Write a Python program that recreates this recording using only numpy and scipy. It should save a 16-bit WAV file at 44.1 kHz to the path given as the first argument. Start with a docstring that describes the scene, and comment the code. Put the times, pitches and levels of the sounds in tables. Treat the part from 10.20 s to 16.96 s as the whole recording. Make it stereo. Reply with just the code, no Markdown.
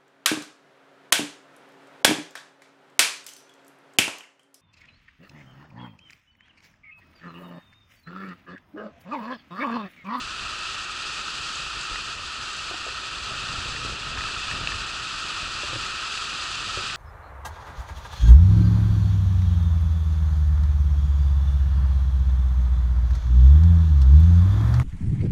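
"""Wheelchair on a platform ramp

Under a platform roof, a wheelchair rolls over concrete with a small camera and its two microphones aboard.
Tyres close by hiss over fine grit: grainy noise lifted by the resonances of the camera's housing.
Rough paving makes the frame rumble in shuddering low noise; wheels knock over bumps as struck modes and thuds.
Loose fittings tick with short rings, and a small bird chips faintly in quick falling sweeps with a roof echo."""
import sys
import numpy as np
from scipy import signal
from scipy.fft import rfft, irfft
from scipy.io import wavfile

SR = 44100
rng = np.random.default_rng(int(sys.argv[2]) if len(sys.argv) > 2 else 0)


def materialize(psi):
    """Save the field psi as 16-bit PCM at rate SR to the path in sys.argv[1].

    A 1-D psi becomes a single channel; in a 2-D psi each row is a channel.
    """
    bounded = np.clip(np.atleast_2d(psi).T, -1, 1)
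    quanta = np.round(bounded * 32767).astype(np.int16)
    wavfile.write(sys.argv[1], SR, quanta)


N = 298116
TIME = np.arange(N) / SR
FREQ = np.maximum(np.arange(N // 2 + 1) * SR / N, 1)  # Hz, kept off zero for the logarithms
RING_TIME = TIME[:SR // 4]  # time axis of one struck sound, s


def undb(db):
    """Decibels to gain."""
    return 10 ** (np.asarray(db) / 20)


def unit(x):
    """Scale to rms 1."""
    return x / np.sqrt(np.mean(x ** 2))


def curves(table):
    """The columns of a table as controls over time, straight between rows."""
    seconds, *columns = np.transpose(table)
    return [np.interp(TIME, seconds, column) for column in columns]


def spectrum(points):
    """dB at every frequency, straight between points on a log axis."""
    hz, db = np.transpose(points)
    return np.interp(np.log(FREQ), np.log(hz), db)


def colour(x, db):
    """Filter by a dB value for every frequency."""
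    return irfft(rfft(x) * undb(db), N)


def above(x, hz):
    """The part of a sound that lies above hz, with a smooth crossover."""
    return irfft(rfft(x) / (1 + (hz / FREQ) ** 6), N)


def walk(rate):
    """Smooth random drift of spread 1, up to about rate changes a second."""
    noise = rfft(rng.standard_normal(N))
    return unit(irfft(noise * np.exp(-(FREQ / rate) ** 2), N))


def decay(t60):
    """Exponential dying away by 60 dB in t60 seconds."""
    return np.exp(-np.log(1000) * RING_TIME / max(t60, 1 / SR))


def ring(hz, t60):
    """One struck mode: a decaying sine."""
    return np.sin(2 * np.pi * hz * RING_TIME) * decay(t60)


def add(track, s, sound):
    """Mix a sound into a track at s seconds."""
    start = int(max(s, 0) * SR)
    part = sound[..., :N - start]
    track[..., start:start + part.shape[-1]] += part


# Spread of the rolling sound between the two microphone ports.
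# Each row: frequency in Hz, side filter (side minus mid) in dB.
PORT_WIDTH = [(30, -31), (110, -17), (250, -10), (500, -5.5), (850, -8), (1080, -13), (1280, -17.5),
              (1700, -12), (2150, -9), (2580, -16.5), (2960, -5.5), (3300, -14.5), (4700, -16), (6800, -11)]
# Balance of the two microphone ports.
# Each row: frequency in Hz, left minus right in dB.
PORT_BALANCE = [(60, -0.4), (1000, -0.7), (1280, -2.5), (1680, 0), (1890, -2), (2100, -3.5), (2800, 1),
                (3100, 2), (4300, 0.4), (10000, .3)]


def two_ports(mid, side):
    """Left and right: a shared sound plus a diffuse part of opposite sign at the two ports."""
    sign = np.array([[1], [-1]])
    diffuse = colour(side, spectrum(PORT_WIDTH))
    return colour(mid + sign * diffuse, sign * spectrum(PORT_BALANCE) / 2)


def texture(grain_rate, scatter_db, grain_db):
    """Contact force of rubber on concrete: smooth rubbing plus tiny impacts of uneven size."""
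    struck = rng.random(N) < grain_rate / SR  # grain_rate: impacts per second
    grains = struck * rng.standard_normal(N)
    grains = grains * undb(scatter_db * np.minimum(rng.exponential(size=N), 4))
    return unit(rng.standard_normal(N) + undb(grain_db) * unit(grains))


# Pace of the chair, heard as the level of the tyres close to the microphones.
# Each row: time in seconds, tyre hiss level in dB before its small random drifts.
TYRE_PACE = [(0, -33), (1.4, -32.5), (1.8, -33), (1.97, -34.5), (2.35, -33), (3.0, -33.5), (3.17, -31.5),
             (3.87, -32.5), (4.02, -31), (5.0, -31.7), (5.4, -31), (6.76, -31)]
# Grain of the paving, heard in the treble of the tyres.
# Each row: time in seconds, treble over the hiss in dB before the trim and random drifts.
PAVING_GRAIN = [(0, -6.5), (1.35, -4), (2.4, -5.5), (4.0, -6), (6.3, -4.6), (6.76, -5)]
# Colour of the tyre hiss before the housing lifts it.
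# Each row: frequency in Hz, relative density in dB per Hz.
HISS_COLOUR = [(30, -42), (200, -14), (385, -5), (470, -12.5), (850, -7.5), (1500, 1), (2150, -12.5),
               (2500, -6), (3200, -1), (4800, -0.5), (5500, -8.5), (7900, -10.5), (8700, -19),
               (10200, -30.5), (10900, -22)]
# Resonances of the camera's housing around the microphones.
# Each row: frequency in Hz, width in Hz, lift in dB.
HOUSING_MODES = [(1281.5, 219, 11), (1844, 137.3, 6.5), (2596, 643, 11.5), (3465, 75, 2.5), (6080, 110, 4)]


def tyres():
    """Tyre hiss over grit, lifted by the housing resonances; its treble follows the grain of the paving."""
    sway_db, flutter_db = 0.14, 0.35  # slow and quick drift of the whole hiss
    flicker_db, patch_db, treble_trim_db = 0.89, 0.29, 6.0  # quick and slow treble drift, fixed lift
    treble_hz = 3300
    [hiss_db], [treble_db] = curves(TYRE_PACE), curves(PAVING_GRAIN)

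    shape = spectrum(HISS_COLOUR)
    for hz, width, lift_db in HOUSING_MODES:
        shape = shape + lift_db / (1 + (2 * (FREQ - hz) / width) ** 2)

    def rub():
        return unit(colour(texture(grain_rate=4000, scatter_db=1.5, grain_db=-6), shape))

    hiss = two_ports(mid=rub(), side=rub())
    treble = above(hiss, treble_hz)
    treble_gain_db = treble_db + treble_trim_db + flicker_db * walk(33) + patch_db * walk(5.3)
    hiss = hiss - treble + treble * undb(treble_gain_db)
    return hiss * undb(hiss_db + sway_db * walk(5.5) + flutter_db * walk(17))


# Roughness of the paving, felt through the frame that carries the camera.
# Each row: time in seconds, frame rumble level in dB before trim, judder and upper-bass growth.
PAVING_ROUGHNESS = [(0, -47), (.68, -52.5), (1.35, -47.5), (1.95, -49.5), (2.77, -50), (3.0, -44.5),
                    (3.55, -40), (4.15, -43), (4.5, -41), (4.9, -48.5), (5.5, -46), (5.82, -49.5),
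                    (6.76, -44)]
# Colour of the frame rumble before its upper bass is adjusted.
# Each row: frequency in Hz, relative density in dB per Hz.
RUMBLE_COLOUR = [(12, 3), (25, -3), (47, 3.5), (70, -0.5), (95, -3), (120, -2.5), (160, -7.5), (220, -10.5),
                 (300, -14.5), (400, -16.5), (700, -16.5), (1200, -36), (3000, -73)]


def frame():
    """Uneven paving shakes the frame in short judders; the rougher it is, the more the upper bass joins in."""
    judder_db, trim_db = 1.27, 2
    smooth_db, rattle_growth, split_hz = -45, 0.2, 85  # growth: upper-bass dB per dB of rumble over smooth_db
    [rumble_db] = curves(PAVING_ROUGHNESS)

    def shake():
        return unit(colour(texture(grain_rate=250, scatter_db=0.5, grain_db=-2), spectrum(RUMBLE_COLOUR)))

    shakes = two_ports(mid=shake(), side=shake())
    upper = above(shakes, split_hz)
    shakes = shakes - upper + upper * undb(rattle_growth * (rumble_db - smooth_db))
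    return shakes * undb(rumble_db + trim_db + judder_db * walk(12))


# Chips of a small bird, faint under the platform roof.
# Each row: start in seconds, peak level of the direct sweep in dB.
BIRD_CHIPS = [(.637, -37), (.706, -39), (1.212, -39), (1.291, -40), (1.348, -33), (1.605, -35),
              (1.627, -36), (2.324, -36), (2.360, -39), (2.652, -37), (4.661, -37), (5.656, -36),
              (6.346, -37)]


def birds():
    """A small bird gives thin chips, each a quick downward sweep with a short echo off the roof."""
    start_hz, end_hz, chip_s = 10800, 5700, 0.013
    roof_db, roof_t60 = -7, 0.084  # echo energy against the direct chip, decay in s
    direct = np.zeros(N)
    progress = np.linspace(0, 1, int(chip_s * SR))
    sweep_hz = start_hz * (end_hz / start_hz) ** progress
    phase = 2 * np.pi * np.cumsum(sweep_hz) / SR
    swell = np.sin(np.pi * progress ** 2) ** 2  # loudest past the middle
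    for s, db in BIRD_CHIPS:
        add(direct, s, undb(db) * swell * np.sin(phase))
    echo = rng.standard_normal((2, len(RING_TIME))) * decay(roof_t60)
    echo = undb(roof_db) * echo / np.sqrt(np.sum(echo[0] ** 2))
    return direct + signal.fftconvolve(direct[None], echo)[:, :N]


# Bumps under the wheels, close below the microphones and equal in both.
# Each row: start in seconds, knock level in dB, lower mode in Hz, upper mode in Hz,
# thud level in dB, thud pitch in Hz.
WHEEL_BUMPS = [(1.712, -43, 300, 500, -26.5, 42), (2.511, -35, 374, 710, -45, 90),
               (2.541, -34.5, 325, 740, -44, 90), (2.665, -35, 412, 670, -46, 90),
               (2.680, -35.5, 410, 534, -37, 55), (3.110, -38, 298, 623, -50, 100),
               (3.38, -52, 260, 450, -31, 88.4), (3.591, -45, 280, 500, -31, 115),
               (3.648, -34.5, 248, 430, -35, 109), (3.724, -41, 260, 470, -33, 100),
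               (3.983, -52, 282, 480, -28, 56.5), (4.41, -41.5, 270, 443, -30, 105),
               (4.546, -42, 260, 447, -30.5, 90), (5.433, -33, 337, 610, -34, 65),
               (5.531, -35.5, 300, 530, -31, 115), (5.557, -34.5, 318, 550, -30, 116),
               (6.572, -31, 378, 558, -31, 101)]


def bumps():
    """A wheel drops over a bump: a scuffing contact rings two hollow modes, and the frame thuds."""
    scuff_db, scuff_s = -7, 0.027  # scuff against the first impact, and its decay time
    knock_t60, thud_t60 = 0.059, 0.12  # s
    out = np.zeros(N)
    for s, knock_db, low_hz, high_hz, thud_db, thud_hz in WHEEL_BUMPS:
        scuff = rng.standard_normal(len(RING_TIME)) * np.exp(-RING_TIME / scuff_s)
        contact = undb(scuff_db) * scuff / np.sqrt(scuff_s * SR / 2)  # scuff brought to unit energy
        contact[0] += 1  # the first impact
        wheel = ring(low_hz, knock_t60) - ring(high_hz, knock_t60)
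        knock = signal.fftconvolve(contact, wheel)[:len(RING_TIME)]
        thud = ring(thud_hz, thud_t60)
        add(out, s, undb(knock_db) * knock + undb(thud_db) * thud)
    return out


# Ticks of loose fittings, placed to the left or right of the microphones.
# Each row: start in seconds, level in dB before the mode levels, pitch in Hz, left minus right in dB.
FITTING_TICKS = [(1.758, -15, 1880, -2.5), (3.5638, -18, 1840, 12), (3.9744, -19, 1640, -10),
                 (4.0083, -18.5, 1860, -15), (4.0387, -19.5, 1640, -10), (4.0881, -22, 1750, 14),
                 (4.313, -17.5, 1780, -11), (4.4731, -7, 2670, -13), (4.5199, -17, 1770, 11),
                 (5.653, -17, 1860, 5), (5.684, -20, 1870, -2), (5.9755, -12, 2700, -2),
                 (6.699, -20, 1910, -14)]
# Modes of one fitting.
# Each row: multiple of the tick's pitch, level in dB, share of the ring time.
FITTING_MODES = [(.7, -12, 0.88), (1, -4, 0.92), (1.3, -7.5, .5)]


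def fittings():
    """Loose parts tick against each other: three modes ring briefly, dying sooner at higher pitch."""
    contact_s = 0.00019
    ring_cycles = 26.3  # cycles of the pitch in a full 60 dB ring time, before each mode takes its share
    out = np.zeros((2, N))
    attack = 1 - np.exp(-(RING_TIME / contact_s) ** 2)  # contact builds up over a fraction of a cycle
    for s, db, hz, pan_db in FITTING_TICKS:
        t60 = ring_cycles / hz
        modes = sum(undb(mode_db) * ring(hz * ratio, t60 * share) for ratio, mode_db, share in FITTING_MODES)
        port_db = db + np.array([[pan_db], [-pan_db]]) / 2
        add(out, s, undb(port_db) * attack * modes)
    return out


def scene():
    """The rolling sounds ride with the chair, so nothing moves across the stereo field."""
    return tyres() + frame() + birds() + bumps() + fittings()


def record(dry):
    """The camera drops the deepest bass and cuts off the top steeply."""
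    bass_hz, top_hz = 18, 11100
    dry = signal.sosfilt(signal.butter(2, bass_hz, "high", fs=SR, output="sos"), dry)
    return signal.sosfilt(signal.ellip(14, .1, 90, top_hz, fs=SR, output="sos"), dry)


dry = scene()
out = record(dry)
materialize(out)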